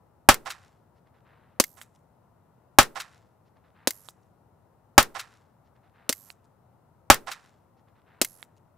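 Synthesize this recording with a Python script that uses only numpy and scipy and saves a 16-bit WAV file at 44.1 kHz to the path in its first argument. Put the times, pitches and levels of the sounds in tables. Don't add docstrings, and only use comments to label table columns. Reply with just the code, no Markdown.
import sys
import numpy as np
from scipy import signal
from scipy.io import wavfile

SR = 44100
rng = np.random.default_rng(int(sys.argv[2]) if len(sys.argv) > 2 else 0)


def wav_record(signal):
    frames = np.transpose(np.atleast_2d(signal))
    bounded = np.clip(frames, -1, 1)
    quanta = np.round(bounded * 32767).astype(np.int16)
    wavfile.write(sys.argv[1], SR, quanta)


N = 386757

# start_s, crack_db, gas_db, thump_db, echo_db, echo_treble_db, late_ticks_db
SILENCED_SHOTS = [(1.5994, -5.5, -8, 3, -19.5, -7.5, -57), (3.8734, 4, -13.5, -7, -33.5, -11.5, -70),
                  (6.0923, -11.5, -13.5, -7.5, -33.5, -16, -65), (8.2152, -2, -11, -11.5, -31, -19, -60)]
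# frequency_hz, density_db
GAS_SPECTRUM = [(180, -27.5), (300, 0.5), (565, -4), (856, -8.5), (2360, -9.5), (6520, -3), (10000, -7.5),
                (14000, -10.5), (16000, -15)]
GROUND_ECHO_S = .0037
ECHO_SAMPLES = round(1.5 * SR)


def blast():
    swing_hz, decay_s = 900, .0008
    t = np.arange(400) / SR
    return np.cos(2 * np.pi * swing_hz * t) * np.exp(-t / decay_s)


def bare_shots(near, far):
    # start_s, level_db
    shots = [(0.2884, 0.5), (2.786, 1), (4.9794, 0.5), (7.1006, 0.5)]
    # pitch_hz, level_db, t60_s
    thud_modes = [(65, -12, 0.035), (273, -5, 0.021), (595, -8.5, 0.047), (812, -6, 0.035)]
    out, t = np.zeros((2, N)), np.arange(3000) / SR
    pulse = from_db(12) * blast()
    ground = from_db(-3.5) * pulse
    thud = ring(thud_modes, spread_db=0, size=20000)
    for start_s, level_db in shots:
        jet = decay(t, 2, t60_s=.0096) * band_noise(GAS_SPECTRUM, [(300, 1), (15000, 1)], len(t))
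        arrivals = (0, pulse), (.0036, ground), (.0008, jet), (.001, thud), (0, near), (0, far)
        for delay_s, sound in arrivals:
            add(out, start_s + delay_s, from_db(level_db) * sound)
    return out


def silenced_shots(far):
    # pitch_hz, level_db, t60_s
    tube_modes = [(266.7, -18.5, 0.025), (545, -6, 0.0078), (1122, -9.5, 0.0038)]
    out, t = np.zeros((2, N)), np.arange(9000) / SR
    far_treble = butter(far, 6000, "high", order=4)
    crack_s = .00007
    crack = butter((1 - t / crack_s) * np.exp(-t / crack_s), 300, "high")
    for start_s, crack_db, gas_db, thump_db, echo_db, treble_db, _ in SILENCED_SHOTS:
        turbulence = band_noise(GAS_SPECTRUM, [(300, 1), (15000, .49)], len(t))
        add(out, start_s, from_db(gas_db) * gas_flow(t) * turbulence)
        add(out, start_s, from_db(crack_db) * crack)
        thump = from_db(thump_db) * butter(ring(tube_modes, spread_db=1.7), 130, "high")
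        add(out, start_s + .00081, thump)
        add(out, start_s + .00068 + GROUND_ECHO_S, from_db(-5) * thump)
        add(out, start_s, from_db(echo_db) * far + from_db(treble_db) * far_treble)
    return out


def gas_flow(t):
    def puff(age_s, rise_s=.0011):
        return np.clip(age_s / rise_s, 0, 1) * decay(np.abs(age_s), 2, t60_s=.0098)
    leak = decay(t, -6, t60_s=.06) + decay(t, -33, t60_s=.18)
    return puff(t) + from_db(-5.5) * puff(t - GROUND_ECHO_S) + leak


def slide():
    # start_s, level_db
    closings = [(0.3431, -20.5), (1.6396, -21.5), (2.8293, -23), (3.907, -22), (5.028, -21),
                (6.1267, -18.5), (7.1438, -21), (8.2475, -20)]
    # pitch_hz, level_db, t60_s
    steel_modes = [(2000, -5.5, 0.018), (2120, -4.5, 0.022), (3300, -5.5, 0.015), (4700, -2, 0.016),
                   (6000, -3.5, 0.011), (7260, 0.5, 0.014), (11700, -9, .01)]
    out, t = np.zeros((2, N)), np.arange(6000) / SR
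    for start_s, level_db in closings:
        rattle = decay(t, -.5, t60_s=.022) * butter(rng.standard_normal(len(t)), 3000, "high")
        steel = from_db(-7) * butter(ring(steel_modes, spread_db=2.1), 1200, "high")
        clack = from_db(level_db) * (rattle + steel)
        add(out, start_s, clack)
        add(out, start_s + GROUND_ECHO_S, from_db(-5) * butter(clack, 2700, "low"))
    return out


def bullets():
    # first_hz, last_hz, swing_hz, first_db, last_db, pitch_top_s, wobble_hz
    flights = [(1.8149, -33.5, 2042, 3158, 12400, 11700, 695, -51, -69, 1.33, 82.7),
               (4.0872, -29, 1240, 3658, 11260, 10830, 909.3, -49.5, -63.5, 4.18, 98),
               (6.303, -31.5, 2680, 4250, 11400, 11200, 1100, -50, -58.5, 6.9, 101.4),
               (8.4279, -30, 2167, 3520, 11150, 10500, 706.3, -49.5, -62.5, 8, 90.6)]
    out, to_right = np.zeros((2, N)), sides(-10.5)
    for (shot_s, *_), (strike_s, strike_db, low_hz, high_hz, *whir) in zip(SILENCED_SHOTS, flights):
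        first_hz, last_hz, swing_hz, first_db, last_db, pitch_top_s, wobble_hz = whir
        start_s = shot_s + .033
        t = np.arange(start_s, strike_s, 1 / SR)
        progress = (t - start_s) / (strike_s - start_s)
        wobble = np.cos(2 * np.pi * wobble_hz * (t - pitch_top_s))
        pitch_noise, wake_noise = rng.standard_normal((2, 12000))[:, :len(t)]
        jitter_hz = 1200 * butter(pitch_noise, 700, "low")
        pitch_hz = first_hz + (last_hz - first_hz) * progress + swing_hz * wobble + jitter_hz
        swell = np.clip(1.6 * wobble + .9, .05, 1)
        whistle = swell * np.sin(2 * np.pi * np.cumsum(pitch_hz) / SR)
        wake = from_db(-4) * butter(wake_noise, [5500, 14000], "band") * (1 + .59 * wobble)
        fade = from_db(first_db + (last_db - first_db) * progress)
        add(out, start_s, fade * to_right * (whistle + wake))
        tick = ring([(low_hz, 0, .004), (high_hz, -1, .004), (8000, -5, .002)], spread_db=1, size=500)
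        add(out, strike_s, from_db(strike_db) * to_right * butter(tick, 450, "high"))
    return out


def near_scatter():
    # frequency_hz, density_db
    fast_spectrum = [(59, -34.5), (100, -3), (266, -12), (910, -1), (1720, -1.5), (2860, -11.5),
                     (3320, -8.5), (3620, -8.5), (8460, -14.5), (16000, -21.5)]
    slow_spectrum = [(35, -45), (60, -14.5), (217, -8), (363, -2), (607, -12), (1200, -15.5), (3190, -35),
                     (14600, -32), (16000, -37)]
    # frequency_hz, correlation
    coherence = [(60, 0.44), (380, 0.5), (2380, 0.68), (15000, 0.1)]
    t = np.arange(ECHO_SAMPLES) / SR
    onset = 1 - np.exp(-(t / .0014) ** 2)
    fast = decay(t, -5, t60_s=.11) * sides(.5) * band_noise(fast_spectrum, coherence, len(t))
    slow = decay(t, -35, t60_s=.38) * sides(-1) * band_noise(slow_spectrum, coherence, len(t))
    return onset * (fast + slow)


def far_scatter():
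    # delay_s, level_db, rise_s, hold_s, t60_s, tilt_db_per_octave, low_cut_hz, pan_db
    reflectors = [(0.172, -37, 0.0057, .018, 0.099, -1.5, 348, -9.5),
                  (.218, -27, .009, .001, .08, 0, 1300, 0), (0.249, -53, 0.01985, .01, .25, -2, 900, -6.5),
                  (0.297, -63.5, .03, .07, .5, 0, 706.1, -0.5),
                  (0.676, -76.5, .02, .025, .07, 2.5, 697, -0.5),
                  (.78, -68, 0.018, .003, .16, -3.5, 700, 0), (0.857, -69.5, .02, .035, 0.14, -3, 895, -2),
                  (.975, -63.5, .04, .06, 1.5, -4.5, 998.6, 1)]
    # frequency_hz, density_db
    spectrum = [(120, -21.5), (400, -14), (607, -8.5), (676, 6), (1900, 0), (2150, -5), (3810, -9),
                (7630, -14), (16000, -35)]
    # frequency_hz, correlation
    coherence = [(500, 0.87), (15000, 1)]
    rise_db, crackle_db, air_hz_at_1s = 22, 3, 3900
    out = np.zeros((2, ECHO_SAMPLES))
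    for delay_s, level_db, rise_s, hold_s, t60_s, tilt_db, cut_hz, pan_db in reflectors:
        t = np.arange(-2 * rise_s, hold_s + min(t60_s, .6), 1 / SR)
        crackle = butter(rng.standard_normal(len(t)), 300, "low")
        contour_db = rise_db * np.minimum(t, 0) / rise_s - 60 * np.maximum(t - hold_s, 0) / t60_s
        envelope = from_db(level_db + contour_db + crackle_db * crackle / crackle.std())
        wash = band_noise(spectrum, coherence, len(t), tilt_db=tilt_db, cut_hz=cut_hz)
        wash = butter(wash, min(air_hz_at_1s / delay_s, .4 * SR), "low", order=4)
        add(out, delay_s + t[0], envelope * sides(pan_db) * wash)
    return out


def slap_echoes():
    # delay_s, level_db, pan_db
    reflectors = [(.1659, -40, -1), (.2087, -33, 2), (.2205, -24, 0), (.2262, -30, -1), (.2281, -29, 0),
                  (.2336, -28, -1), (.2619, -48, 1), (.2859, -53, -1), (.2995, -55, 6), (.309, -56, -3),
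                  (.344, -51, 3), (.36, -49, 8), (.3784, -57, 5), (.3933, -52, 9), (.7855, -60, -2),
                  (.8827, -62, -2), (.8982, -62, -1), (.9181, -60, -1), (.989, -58, 0)]
    low_cut_hz, air_hz_at_1s = 1000, 3200
    out, edge = np.zeros((2, ECHO_SAMPLES)), np.diff(blast(), prepend=0)
    for delay_s, level_db, pan_db in reflectors:
        slap = butter(edge, [low_cut_hz, min(air_hz_at_1s / delay_s, .4 * SR)], "band")
        add(out, delay_s, from_db(level_db) * sides(pan_db) * slap / np.abs(slap).max())
    return out


def late_ticks():
    delay_s, gap_s = .351, .006
    out, t = np.zeros((2, N)), np.arange(400) / SR
    for shot_s, *_, level_db in SILENCED_SHOTS:
        for k in range(3):
            noise = butter(rng.standard_normal(len(t)), [2200, 8500], "band")
            start_s = shot_s + delay_s + gap_s * k * rng.uniform(.8, 1.3)
            add(out, start_s, decay(t, level_db, t60_s=.015) * noise)
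    return out


def traffic():
    # frequency_hz, density_db
    spectrum = [(12, -63), (20, -33), (77, -3.5), (101, 3), (255, -8), (301, -10.5), (459, -11), (660, -11),
                (738, -16), (897, -8), (2140, -37), (6180, -46), (7310, -43), (14700, -39), (16000, -46)]
    # frequency_hz, correlation
    coherence = [(60, .85), (550, .62), (2000, .6), (5000, 0)]
    # frequency_hz, pan_db
    balance = [(60, 4.5), (180, 0.5), (550, 9.5), (1650, 3.5), (4970, -2.5), (15000, -4)]
    hum = from_db(-62) * band_noise(spectrum, coherence, N, pan=balance)
    return hum + from_db(-83) * rng.standard_normal((2, N))


def from_db(db):
    return 10 ** (np.asarray(db) / 20)


def decay(t, level_db, t60_s):
    return from_db(level_db - 60 * t / t60_s)


def sides(pan_db):
    return from_db(np.array([[.5], [-.5]]) * pan_db)


def at_hz(points, hz):
    frequencies, values = np.array(points).T
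    return np.interp(np.log(hz), np.log(frequencies), values)


def add(track, start_s, sound):
    i = round(start_s * SR)
    track[..., i:i + sound.shape[-1]] += sound[..., :track.shape[-1] - i]


def ring(modes, spread_db, size=6000):
    t, offsets_db = np.arange(size) / SR, rng.normal(0, spread_db, len(modes))
    return sum(decay(t, db + offset_db, t60_s) * np.sin(2 * np.pi * hz * t)
               for (hz, db, t60_s), offset_db in zip(modes, offsets_db))


def butter(x, hz, kind, order=2):
    return signal.sosfilt(signal.butter(order, hz, kind, fs=SR, output="sos"), x)


def band_noise(spectrum, coherence, size, pan=((20, 0), (20000, 0)), tilt_db=0, cut_hz=1):
    out, power, edges = 0, 0, 22 * 2 ** np.arange(0, 10, .5)
    white = rng.standard_normal((2, 2, size + 4000))
    for k, (low, high) in enumerate(zip(edges, edges[1:])):
        mid, side = butter(white[k % 2], [low, min(high, .45 * SR)], "band")[:, 4000:]
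        hz = np.sqrt(low * high)
        correlation = np.clip(at_hz(coherence, hz), -1, 1)
        pair = np.sqrt(.5 + correlation / 2) * mid + np.sqrt(.5 - correlation / 2) * side * [[1], [-1]]
        gain = from_db(at_hz(spectrum, hz))
        shape = from_db(tilt_db * np.log2(hz / 2000)) / (1 + (cut_hz / hz) ** 4)
        out = out + gain * shape * sides(at_hz(pan, hz)) * pair
        power += gain ** 2 * np.mean(mid ** 2)
    return out / np.sqrt(power)


def scene():
    near = near_scatter()
    far = far_scatter() + slap_echoes()
    return bare_shots(near, far) + silenced_shots(far) + slide() + bullets() + late_ticks() + traffic()


def record(dry):
    clipped = np.clip(dry, -1, 1)
    settled = butter(clipped, 6.5, "high", order=3)
    return signal.sosfilt(signal.cheby2(12, 60, 16500, fs=SR, output="sos"), settled)


dry = scene()
out = record(dry)
wav_record(out)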